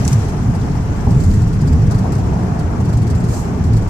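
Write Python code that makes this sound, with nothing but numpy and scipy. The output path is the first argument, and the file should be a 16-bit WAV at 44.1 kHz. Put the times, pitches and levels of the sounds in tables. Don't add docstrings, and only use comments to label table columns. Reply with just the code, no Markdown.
import sys
import numpy as np
from scipy import signal
from scipy.fft import rfft, irfft, next_fast_len
from scipy.io import wavfile
from scipy.ndimage import uniform_filter1d

SR = 44100
rng = np.random.default_rng(int(sys.argv[2]) if len(sys.argv) > 2 else 0)


def store_pcm(level_fs):
    pcm = np.round(np.clip(level_fs, -1, 1) * 32767).astype(np.int16)
    wavfile.write(sys.argv[1], SR, np.atleast_2d(pcm).T)


def volts(x):
    e = np.asarray(x, float) / 20
    return 10 ** e


N = 171549
T = np.arange(N) / SR


def evened(x):
    return x / np.sqrt(np.mean(x ** 2) + 1e-20)


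def read(points, hz):
    f, value = np.transpose(points)
    return np.interp(np.log(hz + 1), np.log(f + 1), value)


def control(rows, column):
    rows = np.array(rows)
    return volts(np.interp(T, rows[:, 0], rows[:, column]))


# f/Hz, level/dB
PAIR_LEAN = [(100, -1), (400, 1), (700, -1.5), (1500, 6.5), (4000, -1.5), (6000, 5), (7800, -7),
             (12000, -3)]


def colour(x, points):
    size = next_fast_len(N + 4096)
    hz = np.fft.rfftfreq(size, 1 / SR)
    half_lean = np.array([[.5], [-.5]]) * read(PAIR_LEAN, hz)
    gain = volts(read(points, hz) + half_lean)
    return irfft(rfft(x, size) * gain, size)[:, :N]


# f/Hz, coherence/1
PAIR_COHERENCE = [(30, 0.86), (60, 0.91), (150, 0.98), (380, 0.77), (950, 0.019), (2380, -0.031),
                  (5980, -0.076), (15000, 0.04)]


def noise(points, patchy_db, flicker_db, size, modes=()):
    frames = 4 * N // size + 8
    hz = np.fft.rfftfreq(size, 1 / SR)
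    a, b, c, d, patch = rng.standard_normal((frames, len(hz), 5)).T
    patch = uniform_filter1d(patch, size=7, axis=0)
    patch = evened(uniform_filter1d(patch, size=9, axis=1))
    flicker = evened(uniform_filter1d(rng.standard_normal(frames), size=3))

    same = np.clip(read(PAIR_COHERENCE, hz), -1, 1)[:, None]
    left = a + 1j * b
    right = same * left + np.sqrt(1 - same ** 2) * (c + 1j * d)

    lift = np.ones(len(hz))
    for f, width, db in modes:
        lift = lift + volts(db - 2.5) / np.sqrt(1 + (2 * (hz - f) / width) ** 2)
    z = np.array([left, right]) * volts(patchy_db * patch + flicker_db * flicker) * lift[:, None]
    sound = signal.istft(z, nperseg=size, noverlap=size * 3 // 4)[1][:, :N]
    return evened(colour(sound, points))


def strikes(rows, rise_s, t60, hold_s=0):
    out = np.zeros(N)
    for s, db, _ in rows:
        t = np.maximum(T - s, 0)
        decay_db = 60 * np.maximum(t - hold_s, 0) / t60
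        out += volts(db - decay_db) * np.minimum(t / rise_s, 1)
    return out


def rings(rows, t60, detune):
    length = 8000
    out = np.zeros((2, N + length))
    t = np.arange(length) / SR
    for s, db, hz in rows:
        phase, upper_phase = rng.random((2, 2, 1))
        pair = np.sin(2 * np.pi * (hz * t + phase))
        pair = pair + 1.23 * np.sin(2 * np.pi * (hz * detune * t + upper_phase))
        start = round(s * SR)
        out[:, start:start + length] += volts(db - 60 * t / t60) * np.minimum(t / 0.00062, 1) * pair
    return out[:, :N]


def metal(x):
    hz = np.fft.rfftfreq(N, 1 / SR)
    modes = evened(uniform_filter1d(rng.standard_normal(len(hz)), size=100))
    modes = modes * np.clip(hz / 10000, 0, 1) ** 2
    return evened(irfft(rfft(x) * volts(2.8 * modes), N))


def clatter(per_s, spread_db):
    hit = (rng.random(N) < per_s / SR) * volts(spread_db * np.minimum(rng.exponential(1, N), 4))
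    return hit * rng.standard_normal((2, N)) + 0.7 * rng.standard_normal((2, N))


def steadied(x):
    power = uniform_filter1d((x ** 2).mean(0), round(.09 * SR))
    return evened(x / (np.abs(power) + .05) ** 0.35)


# t/s, shake level/dB, tyre roar level/dB
ROAD = [(0, -13, -38), (.16, -17, -31), (.3, -17.5, -33.5), (.47, -16, -33.5), (.6, -15.5, -33),
        (1.062, -18, -34), (1.075, -11.5, -32.5), (1.3, -12.5, -35), (1.55, -15, -37), (1.71, -13, -33),
        (1.88, -11.5, -34.5), (2, -15, -31.5), (2.72, -16.5, -29.5), (2.96, -15, -33.5), (3.25, -16, -32.5),
        (3.42, -18.5, -31.5), (3.73, -14, -33.5), (3.89, -17.5, -32.5)]
# f/Hz, level/dB
BOOM = [(12, -38), (20, -16), (70, -2.5), (114, -3.5), (195, -6), (276, -11.5), (343, -23), (431, -16.5),
        (500, -28.5), (650, -47), (1100, -120)]
# f/Hz, width/Hz, level/dB
CABIN_MODES = [(45, 14, -26), (78.3, 9.8, 3.5), (116.3, 15, 2.5), (156, 44, -5.5), (180, 11.4, -2),
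               (317, 5.5, 0.5), (405, 85, -17)]


def boom():
    shaken = noise(BOOM, 1.26, 0.72, size=2048, modes=CABIN_MODES)
    return control(ROAD, column=1) * steadied(shaken)


# f/Hz, level/dB
ROAR = [(180, -37), (300, -1), (345, -4.5), (429, -7), (521, -11), (877, -8.5), (1590, -19), (3080, -33),
        (4000, -43), (5200, -46), (8800, -120)]
# f/Hz, width/Hz, level/dB
TRIM_MODES = [(442.6, 20, 2.5), (697, 19, 3), (885, 27, -5)]


def roar():
    road_share, air_db = 0.12, -32.5
    x = noise(ROAR, 1.1, 1.0, size=1024, modes=TRIM_MODES)
    low = signal.sosfiltfilt(signal.butter(2, 1460, fs=SR, output="sos"), x)
    level = control(ROAD, column=2)
    air_level = level ** road_share * volts(air_db) ** (1 - road_share)
    return volts(3.5) * (level * low + air_level * (x - low))


# t/s, level/dB
HISS_LEVEL = [(0, -32.5), (.3, -37.5), (.4, -39.5), (1.05, -40), (1.2, -40.5), (2.2, -40), (2.7, -42),
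              (3.2, -41), (3.89, -41.5)]
# f/Hz, level/dB
HISS = [(1650, 6), (2800, 1), (3700, -3), (5610, 1), (7060, -1), (9400, -11.5), (12700, -17), (14700, -21),
        (15500, -42)]


def hiss():
    return control(HISS_LEVEL, column=1) * metal(noise(HISS, 1.44, 0.47, size=256))


# t/s, level/dB
DECK = [
    (0, -32),
    (1, -21.5),
    (1.3, -21),
    (2, -25.5),
    (2.4, -39),
    (3.6, -35),
    (3.76, -21),
]
# f/Hz, level/dB
SHUDDER = [(12, -28), (22, -10), (45, -3), (65, -20), (120, -90)]


def shudder():
    return control(DECK, column=1) * noise(SHUDDER, 1.0, .5, size=2048).mean(0)


# middle t/s, half width/s, level/dB, f/Hz
SURGES = [(0.072, .05, -19, 72.5), (0.129, 0.026, -7, 128), (0.178, 0.048, -10.5, 104.5),
          (0.482, 0.034, -12, 110), (1.179, 0.023, -10.5, 131), (1.209, 0.061, -13, 62),
          (1.31, 0.082, -9.5, 86.2), (1.411, 0.067, -14.5, 111.3), (1.66, 0.066, -11, 147.8),
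          (1.729, 0.05, -8, 77), (1.85, 0.076, -12, 114.7), (2.22, 0.072, -14.5, 104),
          (2.881, 0.048, -13.5, 76.4), (3.0, 0.13, -11, 111.4), (3.28, 0.095, -14.5, 115.5),
          (3.65, 0.061, -12, 79.7), (3.74, 0.046, -7.5, 107.5), (0.751, .05, -15.5, 124),
          (1.0, 0.041, -19.5, 73.5), (1.101, 0.034, -12.5, 75.4), (1.96, .04, -16, 99.6),
          (2.0, 0.048, -17.5, 187), (2.4, 0.11, -20, 180), (2.819, 0.034, -12.5, 118.7),
          (3.15, 0.045, -12, 82.6)]


def surges():
    out = np.zeros(N)
    for s, half, db, hz in SURGES:
        turn, bend = rng.random(2)
        t = T - s
        turns = hz * t + 60 * (bend - .5) * t ** 2 + turn
        out += volts(db) * np.exp(-(t / half) ** 2) * np.sin(2 * np.pi * turns)
    return out


# t/s, peak level/dB, ring f/Hz
THUMPS = [
    (.017, -23, 715),
    (.449, -28, 800),
    (1.068, -17, 620),
    (1.915, -21, 1000),
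    (2.04, -23, 700),
    (2.052, -23, 800),
    (2.361, -25, 800),
    (2.801, -28, 760),
]
# f/Hz, level/dB
KNOCK = [(250, -10), (450, -6), (750, 3), (950, -4.5), (1400, -21), (2500, -53)]


def thumps():
    burst = strikes(THUMPS, 0.0039, 0.21) * noise(KNOCK, 1.0, 0.44, size=256)
    return volts(-3.5) * (burst + volts(-7) * rings(THUMPS, .09, 1.25))


# t/s, peak level/dB, ring f/Hz
TICKS = [(.0482, -30, 6000), (.0505, -26, 8200), (.0528, -23, 5900), (.0685, -31, 6900), (.0785, -13, 6600),
         (.085, -28, 7500), (.1295, -19, 7400), (.1325, -22, 4700), (.19, -34, 8400), (1.909, -31, 7540),
         (3.59, -44, 9000)]
# f/Hz, level/dB
TICK = [(1470, -39), (2500, -4.5), (4330, -8.5), (6450, 4.5), (9030, -11), (10000, -6), (15500, -31)]


def ticks():
    rise_s, t60 = .0002, .012
    burst = strikes(TICKS, rise_s, t60) * noise(TICK, 1.4, .1, size=256)
    return volts(-2) * (burst + volts(-6) * rings(TICKS, t60, 1.25))


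# middle t/s, half width/s, level/dB
SLIDES = [
    (.1, 0.052, -37),
    (.2, 0.1, -48),
    (1.27, 0.17, -44),
    (3.35, 0.067, -41.5),
    (3.38, 0.11, -44),
]
# f/Hz, level/dB
SLIDE = [(2500, -22), (4200, -7.5), (5500, -4), (7300, 0.5), (9000, -10), (12000, -16.5), (14500, -17),
         (15600, -30)]


def slides():
    sweep = np.zeros(N)
    for s, half, db in SLIDES:
        sweep += volts(db) * np.exp(-np.abs((T - s) / half) ** 2.7)
    return sweep * metal(colour(clatter(9000, 1.1), SLIDE))


# t/s, peak level/dB, ring f/Hz
RATTLES_FIRST = [(0.2831, -33, 5810), (0.4158, -50, 5520), (0.549, -33, 5500), (0.6084, -38, 5880),
                 (.7492, -38, 9070), (1.0025, -36.5, 6140), (1.1048, -30, 5510), (1.2001, -29.5, 7150),
                 (1.2355, -29, 4340), (1.3043, -33, 5790), (1.336, -31, 6910), (1.4166, -32.5, 7190),
                 (1.4721, -37, 9500), (1.528, -34, 4620), (1.6081, -31.5, 4950), (1.6715, -30.5, 4970),
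                 (1.7235, -33, 7410), (1.8172, -39, 6000), (1.8655, -37, 5690), (1.91, -27, 5390),
                 (1.9434, -31, 4480), (1.9823, -32, 4960), (2.1195, -27.5, 7040), (2.1499, -33, 8080),
                 (2.1803, -34.5, 4550)]
# t/s, peak level/dB, ring f/Hz
RATTLES_SECOND = [(2.3301, -39, 6000), (2.427, -37, 4590), (2.589, -30.5, 5700), (2.8, -32.5, 5500),
                  (2.8481, -33, 4290), (2.888, -33, 5170), (2.9279, -30, 7700), (2.9693, -31.5, 6600),
                  (3.017, -34, 4450), (3.0676, -30.5, 4470), (3.0996, -29.5, 4450), (3.149, -30.5, 4300),
                  (3.1987, -34, 8200), (3.2387, -31, 4170), (3.2845, -31, 7220), (3.335, -29, 6330),
                  (3.3679, -36, 7300), (3.6374, -31.5, 6900), (3.6642, -39, 5570), (3.731, -30.5, 4500),
                  (3.764, -29, 4240), (3.8207, -36, 5200), (3.8743, -33.5, 7430)]
# f/Hz, level/dB
CHINK = [(1650, 1), (2800, -8.5), (3120, -10), (4560, 2.5), (6160, -2), (7640, -1), (11000, -11.5),
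         (12100, -13.5), (15500, -21)]


def rattles():
    rows = RATTLES_FIRST + RATTLES_SECOND
    t60 = .09
    chinks = metal(colour(clatter(3000, 3.8), CHINK))
    bounced = strikes(rows, .0015, t60, hold_s=.009) * chinks
    return volts(-9) * (bounced + volts(-8) * rings(rows, .05, 1.05))


def cabin(x):
    t = np.arange(6000) / SR
    taps = rng.standard_normal((2, 6000)) * (rng.random((2, 6000)) < .1)
    taps = taps * volts(-60 * t / .07) * (t > .002)
    taps = taps / np.linalg.norm(taps[0])
    return x + volts(-8) * signal.fftconvolve(x, taps, axes=1)[:, :N]


# t/s, level/dB, f/Hz
JOLTS = [
    (1.071, -5, 100),
    (1.069, -13, 230),
    (1.068, -21, 420),
    (1.62, -13, 145),
    (2.8, -15, 112),
]


def jolts():
    out = np.zeros(N)
    for s, db, hz in JOLTS:
        t = np.maximum(T - s, 0)
        out += volts(db - 60 * t / .16) * np.sin(2 * np.pi * hz * t)
    return out


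# t/s, peak level/dB, f/Hz
PINGS = [(1.548, -55, 9960), (1.604, -47, 4900), (1.609, -46, 7000), (1.672, -46, 7400), (1.676, -44, 4800),
         (1.7235, -55, 15350), (1.724, -47, 4950), (1.726, -47, 7500), (2.98, -50, 6500),
         (3.02, -52, 10000), (3.176, -44, 7300)]


def pings():
    grit = 1 + .9 * evened(uniform_filter1d(rng.standard_normal((2, N)), size=50))
    tones = np.zeros(N)
    for row in PINGS:
        turn = rng.random() / 4
        tones += strikes([row], 0.0039, .04, hold_s=.012) * np.sin(2 * np.pi * (row[2] * T + turn))
    return grit * tones


def scene():
    driving = boom() + roar() + hiss() + shudder() + surges()
    tray = cabin(ticks() + rattles()) + slides()
    return driving + thumps() + tray + jolts() + pings()


def gate(x):
    hz, _, z = signal.stft(x, SR, nperseg=1024)
    power = np.abs(z) ** 2
    near = uniform_filter1d(uniform_filter1d(power, size=31, axis=1), size=5, axis=2)
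    near = near * volts(2 * 0.1) + 1e-20
    depth = .85 * np.clip(hz / 13000, 0, 1)[:, None] ** 2
    gain = (2 * power / (power + near) + 1e-6) ** depth
    return signal.istft(z * gain, SR, nperseg=1024)[1][:, :N]


def roll_off(x):
    return signal.sosfilt(signal.butter(12, 15790, fs=SR, output="sos"), x)


def record(dry):
    soft = dry / (1 + (dry / 1.05) ** 4) ** .25
    edge = signal.firwin(511, 15700, window=("kaiser", 9), fs=SR)[None]
    mix = signal.oaconvolve(gate(soft), edge, "same")
    return roll_off(mix)


dry = scene()
out = record(dry)
store_pcm(out)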